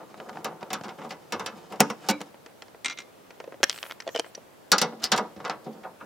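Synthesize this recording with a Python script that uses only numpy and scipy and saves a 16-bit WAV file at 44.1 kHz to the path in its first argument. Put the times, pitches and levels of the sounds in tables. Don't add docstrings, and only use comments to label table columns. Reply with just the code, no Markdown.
import sys
import numpy as np
from scipy import signal
from scipy.io import wavfile
from scipy.ndimage import uniform_filter1d

SR = 44100
rng = np.random.default_rng(int(sys.argv[2]) if len(sys.argv) > 2 else 0)


def master(y):
    cut = np.clip(np.atleast_2d(y).T, -1, 1)
    pcm = np.round(cut * 32767)
    wavfile.write(sys.argv[1], SR, pcm.astype(np.int16))


def to_linear_factor(level_db):
    exponent = np.asarray(level_db, float) / 20
    return 10 ** exponent


N = 266805

# (frequency [Hz], density [dB per Hz])
ROOM_SPECTRUM = [(15, -51), (40, -30), (64, -36.5), (100, -7), (170, -7), (250, -6.5), (530, -5),
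                 (890, -10.5), (2000, -19), (5400, -26.5), (10000, -29.5), (15500, -29.5), (16500, -40)]
# (frequency [Hz], likeness [0-1])
ROOM_LIKENESS = [(30, 0.49), (150, 0.042), (1000, 0.033), (4000, 0.3), (15000, .1)]
# (frequency [Hz], side re middle [dB])
RING_WIDTH = [(100, -22), (1000, -14.5), (4000, -11), (8000, -3.5), (14000, 2)]

# (time [s], level [dB], frequency [Hz], t60 [s])
DESK_BOOMS = [
    (1.35, -52, 97.8, 0.83),
    (1.803, -49, 76, 0.2),
    (2.09, -55, 99, 0.22),
    (3.632, -44, 44, 0.066),
    (4.72, -47, 99, 0.15),
    (5.37, -48, 88, 0.13),
]

# (start [s], end [s], level [dB], from [Hz], to [Hz])
FIBRE_WHISTLES = [
    (3.704, 3.828, -59, 13800, 14300),
    (3.711, 3.817, -52.5, 7800, 8200),
    (3.84, 3.94, -56, 9300, 13400),
    (3.863, 3.93, -58, 12500, 14500),
    (4.1, 4.165, -57, 13500, 14000),
    (4.092, 4.16, -55, 6250, 6800),
    (4.227, 4.324, -67, 14500, 14800),
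    (4.242, 4.31, -61, 8100, 8700),
]
# (start [s], end [s], hiss [dB], rumble rel [dB])
MOUNT_SLIDES = [
    (3.633, 3.964, -54, -1),
    (4.078, 4.317, -68, 7),
]
# (time [s], bright [dB], deep rel [dB], middle rel [dB])
MOUNT_CLICKS = [(2.3435, -51, 15.5, 10.5), (2.4619, -33.5, -3.5, 0.5), (2.6213, -32.5, -4.5, -1.5),
                (2.682, -43.5, 1.5, -2), (2.7465, -59.5, 22.5, 17), (3.3063, -39.5, 5, 6),
                (3.4017, -33.5, 6, 5), (3.441, -45.5, 14, 10.5), (3.476, -51.5, 22, 6),
                (3.523, -51, 22.5, 18), (3.5425, -53, 22, 12), (3.6038, -61, 31, 15), (3.611, -66, 22, 20),
                (3.6366, -8.5, -8, 1), (4.0024, -24.5, -47, -1), (4.0215, -37.5, -27, -1),
                (4.0674, -41.5, 16.5, 3), (4.0764, -28, 6.5, 1.5), (4.0897, -34, 8.5, 7),
                (4.1501, -24, 6, -1), (4.1607, -17.5, -1.5, -2), (4.1753, -24, -35, -16),
                (4.1896, -28, 7, 0), (4.1958, -17.5, 2.5, -6.5), (4.245, -47.5, 6, 16.5),
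                (4.2627, -47.5, 8.5, 11), (4.3494, -29.5, -9, -7), (4.3774, -51.5, 21.5, 8)]
# (time [s], bright [dB], middle rel [dB])
JOINT_SNAPS = [(3.6314, 2, -6), (3.64, -1, -11), (3.6969, -8.5, -17), (3.705, -19, -9), (3.7142, -23, -11),
               (3.7286, -22.5, -15), (3.7438, -30.5, -0.5), (3.7615, -28.5, -4), (3.778, -28.5, 0),
               (3.787, -25.5, -9), (3.8294, -17.5, -5), (3.8384, -43, 19.5), (3.853, -34, 3),
               (3.864, -40.5, 14), (3.898, -40.5, 12.5), (3.905, -38, 7), (3.911, -25.5, 4.5),
               (3.9217, -26, -1), (4.196, -10.5, -14)]
# (time [s], level [dB], frequency [Hz])
LOOSE_PINGS = [(3.632, -11.5, 1650), (3.633, -6, 695), (3.6395, -14, 1780), (3.912, -28.5, 2170),
               (4.003, -37, 2250), (4.0764, -29.5, 3440), (4.147, -24.5, 3100), (4.153, -26, 3060),
               (4.161, -20, 2970), (4.167, -29, 3040), (4.176, -25, 3050), (4.182, -32, 2940),
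               (4.1955, -16.5, 3130), (4.352, -26, 5790)]
MOUNT_PARTS_HZ = [480, 1500, 4300, 8500]
LIGHT_PARTS_HZ = [480, 1700, 3600, 6500]
# (frequency [Hz], t60 [s])
MOUNT_T60 = [(250, 0.0075), (550, 0.12), (1500, 0.08), (4000, 0.028), (14000, 0.078)]
# (frequency [Hz], level [dB])
MOUNT_MODES = [(400, 8.8), (470, 18), (550, 20), (660, 15), (1380, 7.8), (2200, 1), (3000, 4.1)]

# (time [s], bright [dB], top rel [dB])
SCREW_BOUNCES = [(2.8458, -23, -5), (2.851, -30.5, -9), (2.8581, -19, -4.5), (2.866, -33, -15),
                 (2.8813, -26, -17), (2.898, -26.5, -13), (2.909, -29, -19), (2.919, -34, -25),
                 (2.925, -34.5, -32), (2.974, -36, -26), (2.9865, -29, -12), (3.0026, -36.5, -10),
                 (3.0188, -44, -21)]
DESK_PARTS_HZ = [600, 2100, 3600, 8000]
# (frequency [Hz], t60 [s])
DESK_T60 = [(300, 0.35), (2100, 0.17), (4500, 0.047), (7000, 0.082), (8200, 0.069), (9500, 0.0064)]
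# (frequency [Hz], level [dB])
DESK_MODES = [(1220, 6.2), (2120, 2.5), (2180, 5.5), (2370, 4.9), (3260, 5.4), (4210, 5.6), (4500, 4.6),
              (5070, 3.4), (5550, 5.5), (6870, 7.1), (7270, 12), (7900, 9.2), (8090, 21), (8300, 16)]

# (time [s], level [dB], frequency [Hz], t60 [s])
EDGE_CHIPS = [(0.2012, -31.5, 3050, 0.006), (0.894, -32, 3180, 0.0067), (1.3963, -27.5, 5950, 0.0054),
              (1.8035, -10, 5560, 0.021), (1.8038, -11, 6760, 0.016), (2.0928, -15, 4230, 0.0073),
              (2.094, -25, 2820, .04), (2.859, -25, 3100, .012), (3.6368, -8.5, 6200, .006),
              (3.637, -23, 11500, 0.0042), (3.6402, -5, 5600, 0.0066), (3.6403, -18, 10800, 0.0036),
              (3.6965, -5, 5600, 0.0029), (4.0058, -27, 5340, 0.0052), (4.078, -36, 6500, 0.0051),
              (4.191, -42, 6200, 0.018), (4.1962, -22, 9040, 0.006), (4.203, -35, 5800, .02),
              (5.4515, -31, 5100, 0.0053), (5.4975, -20, 4400, 0.0048)]
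# (time [s], level [dB], frequency [Hz], t60 [s])
STEEL_SHIVERS = [(1.108, -38, 4480, 0.055), (1.109, -36, 2155, .06), (1.812, -34.5, 5600, 0.18),
                 (1.903, -32.5, 5580, 0.054), (2.0885, -21, 5680, .04), (4.718, -13.5, 4970, .05),
                 (4.783, -24, 4800, .04), (5.039, -19, 4640, 0.065), (5.041, -22.5, 4950, 0.09),
                 (5.12, -17, 4500, 0.044), (5.727, -49.5, 4700, 0.046)]

# (time [s], upper [dB], deep rel [dB], middle rel [dB])
BOX_ANSWERS = [(0.144, -51.5, 3, 5), (0.204, -45.5, 5, 4.5), (0.259, -47, 8, 2), (.296, -40, -1, 3),
               (.45, -30.5, -6, 5.5), (0.562, -63, 4, -1), (.615, -44.5, -1, 12), (.712, -40.5, 8, 2),
               (.742, -29.5, -9, -23), (.848, -38.5, 6.5, 3), (.9, -43.5, -5, 6.5), (1.045, -44, -5, 10.5),
               (1.122, -46, 3, -5), (1.329, -26.5, -4, -5.5), (1.404, -33, -6, -6), (1.47, -35, -5, -11),
               (1.522, -45, 7, -3), (1.724, -45, 5, 10), (1.741, -59, -2, 0), (1.76, -63, -5, -5),
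               (1.794, -36, -5, 3), (1.822, -27.5, -1, -5), (1.902, -33, -5, -5), (2.13, -36, -7, -2),
               (4.724, -13, -11, -7.5), (4.82, -25.5, -2, 4.5), (5.122, -18, -20, -3.5),
               (5.18, -23, -3, 0.5), (5.457, -32, -13, -7), (5.503, -37, -8.5, -1), (5.66, -48, 14.5, 8.5),
               (5.77, -56, 16, 6), (5.846, -37.5, -20, 6.5), (6.008, -37.5, -10, -12)]
BOX_PARTS_HZ = [268, 810, 1374, 1910]
# (time [s], bright [dB], middle rel [dB], top rel [dB])
BIT_REBOUNDS = [(.288, -46, 9, -20), (.738, -24.5, -5, -12), (.836, -38, 5, -16), (1.8068, -19, 6, -9.5),
                (2.093, -18.5, -7, -15), (2.109, -24, 2, -1), (4.7269, -18.5, -9, -12),
                (4.8185, -16, -15, -14), (5.026, -36, -10, -16), (5.116, -30, -24, -19),
                (5.1765, -19.5, -19, -12.5), (5.462, -49, 3, -23), (5.515, -52, -5, -20)]

CASE_PARTS_HZ = [250, 1000, 4500, 9500]
# (frequency [Hz], t60 [s])
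CASE_T60 = [(120, 0.22), (330, 0.47), (870, 0.43), (2000, 0.2), (3000, 0.14), (6000, 0.098), (14000, 0.017)]
# (frequency [Hz], level [dB])
CASE_MODES = [(205, 12.3), (226, 14), (290, 1.2), (417, 4.7), (538, 9.9), (754, 14.5), (905, 6.1),
              (970, 6.1), (1230, 10), (1432, 8.4), (1657, 5.1), (2140, 1.3), (3460, 0.61), (4815, 1.6),
              (5020, 6.5), (5297, 5), (6900, 12)]
# (time [s], level [dB], frequency [Hz], t60 [s])
PANEL_HUMS = [(1.805, -5.5, 770, 0.044), (1.808, -18.5, 202, 0.18), (1.809, -14, 2510, 0.027),
              (1.81, -25.5, 287.5, 0.31), (1.811, -20.5, 894, 0.15), (1.812, -21.5, 435, 0.14),
              (1.813, -30, 2130, 0.08), (2.088, -13.5, 810, 0.048), (2.094, -17, 198, 0.11),
              (2.1, -30.5, 521, 0.22), (2.095, -22.5, 892, 0.12), (2.092, -26, 1490, 0.11),
              (2.10, -29, 294, 0.39), (2.105, -25, 2240, 0.084), (2.11, -38, 3910, 0.15),
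              (2.13, -31, 2330, 0.065), (2.15, -36, 2290, .05), (2.176, -44, 2240, 0.05),
              (4.722, -19, 1447, 0.12), (4.723, -27, 1270, 0.31)]
# (time [s], level [dB], frequency [Hz], t60 [s])
LID_HUMS = [
    (4.82, -39, 224.7, 0.9),
    (4.98, -46, 224.7, .5),
    (5.13, -38, 225.4, 0.5),
    (5.67, -37, 224, .45),
]
# (time [s], bright [dB], deep rel [dB], middle rel [dB])
BIT_RUBS = [(.17, -51.5, 9, 2), (.64, -58, -2, -6), (1.09, -45, 2, -9), (1.699, -52, 17, 3),
            (2.03, -52.5, -10, 14), (4.995, -50.5, 12, 5), (5.018, -40, -8, 9.5), (5.641, -50, 10, -10),
            (5.726, -56, 16, -19), (5.83, -55, 17.5, 17), (6.0, -62, 19, 22.5)]
# (time [s], pressure [dB], brightness [dB])
BIT_DRAGS = [
    [(0.0, -33.5, -47), (0.06, -52.5, -5.5), (0.38, -40.5, -13), (0.54, -47, -24), (0.95, -47.5, -8),
     (1.15, -51, -6.5), (1.83, -48.5, -7), (2.06, -46, -3), (2.3, -55, -7)],
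    [(4.77, -59, -16), (4.92, -60, -33), (5.048, -67, -16), (5.158, -37, -44), (5.342, -56, -9),
     (5.478, -48, -39), (5.62, -57, -8), (5.764, -54, -15), (6.05, -58, -28)],
]
# (time [s], bright [dB], deep rel [dB], middle rel [dB], top rel [dB])
EDGE_TICKS = [(0.143, -46, -18, 17, -22), (0.201, -38, -19, 13.5, -30), (0.294, -33, -23, 10.5, -30),
              (0.3573, -49.5, -4, 19, -18), (0.372, -51.5, -6, 25.5, -20), (0.629, -33.5, 2, 12, -31),
              (0.8112, -37, 10.5, 9, -22), (0.8824, -37, -2, 8, -13), (0.8909, -35.5, -1, 12.5, -18),
              (1.8043, -7.5, -21, 0, 3), (2.215, -25, -13, -0.5, -10), (4.7195, -17, -19, -30, -23),
              (5.4031, -44.5, -7, 14.5, -26), (5.45, -26.5, -28, 6.5, -28), (5.479, -33, -21, 3, -23),
              (5.497, -26, -30, 8, -21)]
# (time [s], bright [dB], deep rel [dB], middle rel [dB], top rel [dB])
FIRST_KNOCKS = [(0.3298, -52, -16, 10, -16), (0.445, -24, -6.5, -4.5, -4), (0.609, -46.5, 0, 2, -28),
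                (0.7035, -31.5, -5, 2.5, -16), (0.731, -23, -36, -2, -0.5), (0.843, -39.5, 3, 6.5, -10),
                (0.8909, -41, -7, 2, -27), (0.986, -60.5, 26, 25, -18), (1.0167, -48.5, 5, 15.5, -30),
                (1.0475, -48, 14, 7, -13), (1.1061, -34, -1.5, 1, -15), (1.1195, -39.5, -8, -1, -21),
                (1.3228, -23, -8, -1, -9), (1.3959, -32, -3, 7.5, -9), (1.4612, -25.5, -21.5, -1.5, -7.5),
                (1.723, -45.5, 3.5, 14, 1.5), (1.7577, -46.5, -5, 1, -8), (1.7988, -27, 5.5, -2, -19),
                (1.8038, -19.5, 10.5, 3.5, 6.5), (1.9, -32, 7.5, 11.5, -7), (2.0871, -16.5, -4, -3.5, -2.5),
                (2.0992, -21, 1.5, -4, 0), (2.205, -38.5, 6.5, 4.5, -10)]
# (time [s], bright [dB], deep rel [dB], middle rel [dB], top rel [dB])
NEXT_KNOCKS = [(4.7174, -6, -15.5, -14, -7), (4.7815, -15.5, -21, -16, -8.5), (4.815, -13, -7.5, -6, -8),
               (4.9233, -61.5, 27.5, 23.5, -21), (5.0336, -20.5, -30, -22, -25),
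               (5.039, -16, -30, -14, -8.5), (5.1182, -9.5, -11, -9, -13), (5.1628, -23.5, -24, -29, -11),
               (5.1785, -28, -6, 7.5, -6), (5.363, -47, 11, 3.5, -22), (5.4012, -50.5, 14.5, 14, -26),
               (5.443, -44, 3, 13, -39), (5.4542, -34.5, -11, 9.5, -28), (5.4969, -28.5, -8.5, 5.5, -42),
               (5.5198, -63, 0, 11, -27), (5.666, -52, 25.5, 6, -16), (5.8553, -69, 18, 22, -18),
               (6.0244, -62, 16, 9, -10)]


def evened(x):
    return x / np.sqrt(np.mean(x ** 2) + 1e-20)


def read(points, hz):
    f, value = np.transpose(points)
    return np.interp(np.log(hz + 1), np.log(f + 1), value)


def follow(rows):
    s, level_db, rel_db = np.transpose(rows)
    t = np.arange(N) / SR
    inside = uniform_filter1d(1. * ((t >= s[0]) & (t <= s[-1])), size=400)
    level = inside * to_linear_factor(np.interp(t, s, level_db))
    return level, to_linear_factor(np.interp(t, s, rel_db))


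def band(x, lo_hz, hi_hz):
    sos = signal.butter(2, [lo_hz, min(hi_hz, 20000)], "band", fs=SR, output="sos")
    return signal.sosfilt(sos, x)


def highpass(x, order, cut_hz):
    return signal.sosfilt(signal.butter(order, cut_hz, "high", fs=SR, output="sos"), x)


def body(ring, strong, rise_s, uneven_db, low_hz, top_hz, linger, count, size):
    spread = (np.arange(count) + rng.random(count)) / count
    strong_hz, strong_db = np.transpose(strong)
    hz = np.r_[low_hz + top_hz * spread ** 1.6, strong_hz][:, None]
    db = np.r_[uneven_db * rng.standard_normal(count), strong_db][:, None]
    t = np.arange(size) / SR
    swell = (1 - np.exp(-t / (rise_s * (1000 / hz) ** 0.86 + 1e-5))) ** 2
    t60_s = np.maximum(read(ring, hz), .004)
    t60_s[count:] *= linger
    fade = to_linear_factor(db - 60 * t / t60_s) * swell
    phase = 2 * np.pi * hz * t
    return hz[:, 0], np.vstack([fade * np.sin(phase), fade * np.cos(phase)]).astype(np.float32)


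def blow(s, bright_db, deep_db, middle_db, top_db, damp_db):
    return np.column_stack(np.broadcast_arrays(s, bright_db, deep_db, middle_db, top_db, damp_db))


def strike(blows, parts_hz, modes, snap):
    hz, rings = modes
    blows = np.array(blows)
    out = np.zeros((2, N + rings.shape[1]))
    t = np.arange(rings.shape[1]) / SR
    middle, side = rng.standard_normal((len(blows), 2, 2, len(hz))).transpose(1, 0, 2, 3)
    middle[:, 0] += snap
    side *= to_linear_factor(read(RING_WIDTH, hz))
    for k, column in enumerate([2, 3, 0, 4]):
        share = read(list(zip(parts_hz, np.arange(4) == k)), hz) ** 1.077
        awake = np.tile(share > 0, 2)
        weights = np.array([(middle + side) * share, (middle - side) * share], np.float32)
        weights = weights.reshape(2, len(blows), -1)
        part = (weights[..., awake] @ rings[awake]).astype(float)
        part *= to_linear_factor(-np.maximum(blows[:, 5:], 0) * t * SR / 882)
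        part /= abs(part.mean(0)).max(1)[:, None]
        part *= to_linear_factor(blows[:, 1] + (column > 0) * blows[:, column])[:, None]
        for i, s in enumerate(blows[:, 0]):
            out[:, round(s * SR):][:, :len(t)] += part[:, i]
    return out[:, :N]


def ping(rows, beat, rise):
    out, t = np.zeros((2, N)), np.arange(12000) / SR
    for s, db, hz, t60_s in rows:
        pair = np.sin(2 * np.pi * hz * t) + 0.32 * np.sin(2 * np.pi * beat * hz * t)
        swell = 1 - np.exp(-t * hz / rise)
        fade = to_linear_factor(db - 60 * t / max(t60_s, .003)) * (1 - (t / t[-1]) ** 4)
        out[:, round(s * SR):][:, :len(t)] += fade * pair * swell
    return out


def room_air():
    frames, hz = N // 256 + 5, np.fft.rfftfreq(1024, 1 / SR)
    a, b, c, d, patches = rng.standard_normal((frames, 513, 5)).T
    patches = uniform_filter1d(patches, size=10, axis=0)
    patches = evened(uniform_filter1d(patches, size=14, axis=1))
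    same = np.clip(read(ROOM_LIKENESS, hz), -1, 1)[:, None]
    left = a + 1j * b
    right = same * left + np.sqrt(1 - same ** 2) * (c + 1j * d)
    z = np.array([left, right]) * to_linear_factor(read(ROOM_SPECTRUM, hz)[:, None] + .9 * patches)
    return to_linear_factor(-52.5) * evened(signal.istft(z, nperseg=1024, noverlap=768)[1][:, :N])


def walls(x):
    t = np.arange(SR // 3) / SR
    taps = rng.standard_normal((2, len(t))) * to_linear_factor(-60 * t / 0.45) * (t > .004)
    taps = band(taps, 100, 5400)
    return signal.fftconvolve(x.mean(0)[None], taps / np.linalg.norm(taps[0]), axes=1)[:, :N]


def desk_booms():
    return ping(DESK_BOOMS, beat=1.1, rise=0.86)


def fibres():
    out = np.zeros((2, N))
    for start_s, end_s, db, from_hz, to_hz in FIBRE_WHISTLES:
        u = np.arange(0, 1, 1 / ((end_s - start_s) * SR))
        grit = uniform_filter1d(rng.standard_normal((2, 2, 8000)), size=24)[..., :len(u)]
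        turn = np.exp(2j * np.pi * np.cumsum(from_hz + (to_hz - from_hz) * u) / SR)
        whistle = evened(((grit[0] + 1j * grit[1]) * turn).real)
        out[:, round(start_s * SR):][:, :len(u)] += to_linear_factor(db) * whistle * np.sin(np.pi * u)
    return out


def mount_slide():
    rise_s, fall_s, edge_db = .1, .09, -14
    lumps = evened(uniform_filter1d(rng.standard_normal(N), size=200))
    grit = rng.standard_normal((3, N)) * to_linear_factor(1.9 * lumps)
    grit = grit[0] + 0.68 * grit[1:]
    hiss, rumble = evened(band(grit, 6300, 15000)), evened(band(grit, 540, 3800))
    slide = np.zeros((2, N))
    for start_s, end_s, db, rel_db in MOUNT_SLIDES:
        press, dull = follow([(start_s, db + edge_db, rel_db), (start_s + rise_s, db, rel_db),
                              (end_s - fall_s, db, rel_db), (end_s, db + edge_db, rel_db)])
        slide += press * (hiss + dull * rumble)
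    return slide


def mount_clicks():
    plastic = body(MOUNT_T60, MOUNT_MODES, rise_s=.0001, uneven_db=4.0, low_hz=279.0, top_hz=16000,
                   linger=0.69, count=320, size=2200)
    hard_db, hard_damp, light_db = -24, 0.64, -17
    click = np.transpose(MOUNT_CLICKS)
    damp_db = 12.0 + hard_damp * np.maximum(click[1] - hard_db, 0)
    clicks = strike(blow(*click, top_db=-18, damp_db=damp_db), MOUNT_PARTS_HZ, plastic, snap=0.69)
    s, db, middle_db = np.transpose(JOINT_SNAPS)
    snaps = blow(s, db, middle_db - 55, middle_db, top_db=-25 + 0.39 * db, damp_db=42)
    hard = strike(snaps[db > light_db], MOUNT_PARTS_HZ, plastic, snap=1.5)
    light = strike(snaps[db <= light_db], LIGHT_PARTS_HZ, plastic, snap=0.84)
    return highpass(band(clicks, 150, 9300) + hard + light, 3, 320)


def mount():
    ping_t60_s = 0.02
    pings = ping([(*row, ping_t60_s) for row in LOOSE_PINGS], beat=0.78, rise=1.8)
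    return mount_clicks() + mount_slide() + pings


def screw():
    desk = body(DESK_T60, DESK_MODES, rise_s=0.00089, uneven_db=-5.0, low_hz=273, top_hz=10510,
                linger=1.0, count=300, size=4000)
    s, db, top_db = np.transpose(SCREW_BOUNCES)
    bounces = blow(s, db, deep_db=-16.5, middle_db=-5.5, top_db=top_db, damp_db=13.5)
    shank = ping([(at, hit_db - 6, 2115, .06) for at, hit_db, _ in SCREW_BOUNCES], beat=1.118, rise=1)
    return strike(bounces, DESK_PARTS_HZ, desk, snap=2.6) + shank


def chips():
    return ping(EDGE_CHIPS, beat=1.09, rise=.7)


def shivers():
    waver = uniform_filter1d(rng.standard_normal((3, N)), size=50)
    return ping(STEEL_SHIVERS, beat=1.08, rise=1.6) * evened(waver[0] + 0.33 * waver[1:])


def hollow_box():
    box = body(CASE_T60, CASE_MODES[:11], rise_s=0.0032, uneven_db=0.5, low_hz=150.8, top_hz=1650,
               linger=0.78, count=130, size=5000)
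    answers = blow(*np.transpose(BOX_ANSWERS), top_db=-21, damp_db=4.5)
    return strike(answers, BOX_PARTS_HZ, box, snap=0)


def rebounds():
    steel = body(CASE_T60, CASE_MODES, rise_s=.0004, uneven_db=-2.0, low_hz=297.0, top_hz=14960,
                 linger=0.65, count=220, size=3000)
    s, db, middle_db, top_db = np.transpose(BIT_REBOUNDS)
    touches = blow(s, db, middle_db - 9.5, middle_db, top_db, damp_db=15.5)
    return strike(touches, CASE_PARTS_HZ, steel, snap=0.23)


def panels():
    return ping(PANEL_HUMS + LID_HUMS, beat=1.055, rise=2.7)


def rubs():
    soft = body(CASE_T60, CASE_MODES, rise_s=0.016, uneven_db=-1.5, low_hz=126.6, top_hz=15820,
                linger=0.35, count=300, size=6000)
    rows = blow(*np.transpose(BIT_RUBS), top_db=-9.5, damp_db=4.0)
    return strike(rows, CASE_PARTS_HZ, soft, snap=0)


def drag(edge):
    slips_per_s = 160
    lumps = evened(uniform_filter1d(rng.standard_normal(N), size=1200))
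    slips = to_linear_factor(3.0 * np.minimum(rng.exponential(1, (4, N)), 4) + 4.0 * lumps)
    slips *= rng.choice([-1, 1], (4, N))
    slips *= rng.random((4, N)) < slips_per_s / SR
    scrape = np.zeros((2, N))
    for spot in slips:
        tap = [(0.0013, -6.0, 0.0045, 6.4, 0.00075, 2.6)]
        ring = strike(tap, CASE_PARTS_HZ, edge, snap=0)[:, :2500]
        scrape += signal.oaconvolve(spot[None], ring, axes=1)[:, :N]
    deep, bright = evened(band(scrape, 76, 1170)), evened(band(scrape, 750, 8900))
    return sum(press * (deep + shine * bright) for press, shine in map(follow, BIT_DRAGS))


def ticks(edge):
    return strike(blow(*np.transpose(EDGE_TICKS), damp_db=34), CASE_PARTS_HZ, edge, snap=1.06)


def knocks():
    steel = body(CASE_T60, CASE_MODES, rise_s=0.0003, uneven_db=4.0, low_hz=119.1, top_hz=16740,
                 linger=0.45, count=400, size=9500)
    grip_from_s, grip_to_s, grip_damp_db, free_damp_db = 1.74, 2.3, 7, 1.5
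    next_from_s, gap_lo_hz, gap_hi_hz, gap_depth = 4.6, 1810, 3700, 0.4
    rows = np.transpose(FIRST_KNOCKS + NEXT_KNOCKS)
    gripped = (rows[0] > grip_from_s) & (rows[0] < grip_to_s)
    damp_db = np.where(gripped, grip_damp_db, free_damp_db)
    out = strike(blow(*rows, damp_db), CASE_PARTS_HZ, steel, snap=0.21)
    at_next = np.arange(N) > next_from_s * SR
    return out - gap_depth * band(out, gap_lo_hz, gap_hi_hz) * at_next


def case():
    edge = body(CASE_T60, CASE_MODES, rise_s=.0001, uneven_db=-2.5, low_hz=121.6, top_hz=16350,
                linger=0.1, count=150, size=2500)
    steel = hollow_box() + rebounds() + panels() + rubs() + drag(edge) + ticks(edge) + knocks()
    steel = highpass(steel, 4, 159.7)
    return signal.lfilter(*signal.iirnotch(257, 7.9, fs=SR), steel)


def scene():
    small = fibres() + mount() + screw() + chips()
    steel = case()
    echo = walls(to_linear_factor(-27) * (steel + small))
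    return room_air() + echo + desk_booms() + small + shivers() + steel


def roll_off(x):
    return signal.sosfilt(signal.butter(12, 17150, fs=SR, output="sos"), x)


def record(dry):
    x = np.tanh(dry * .92) / .92
    lowpass = signal.firwin(255, 16300, window=("kaiser", 8), fs=SR)
    x = signal.oaconvolve(x, lowpass[None], "same")
    return roll_off(x)


dry = scene()
out = record(dry)
master(out)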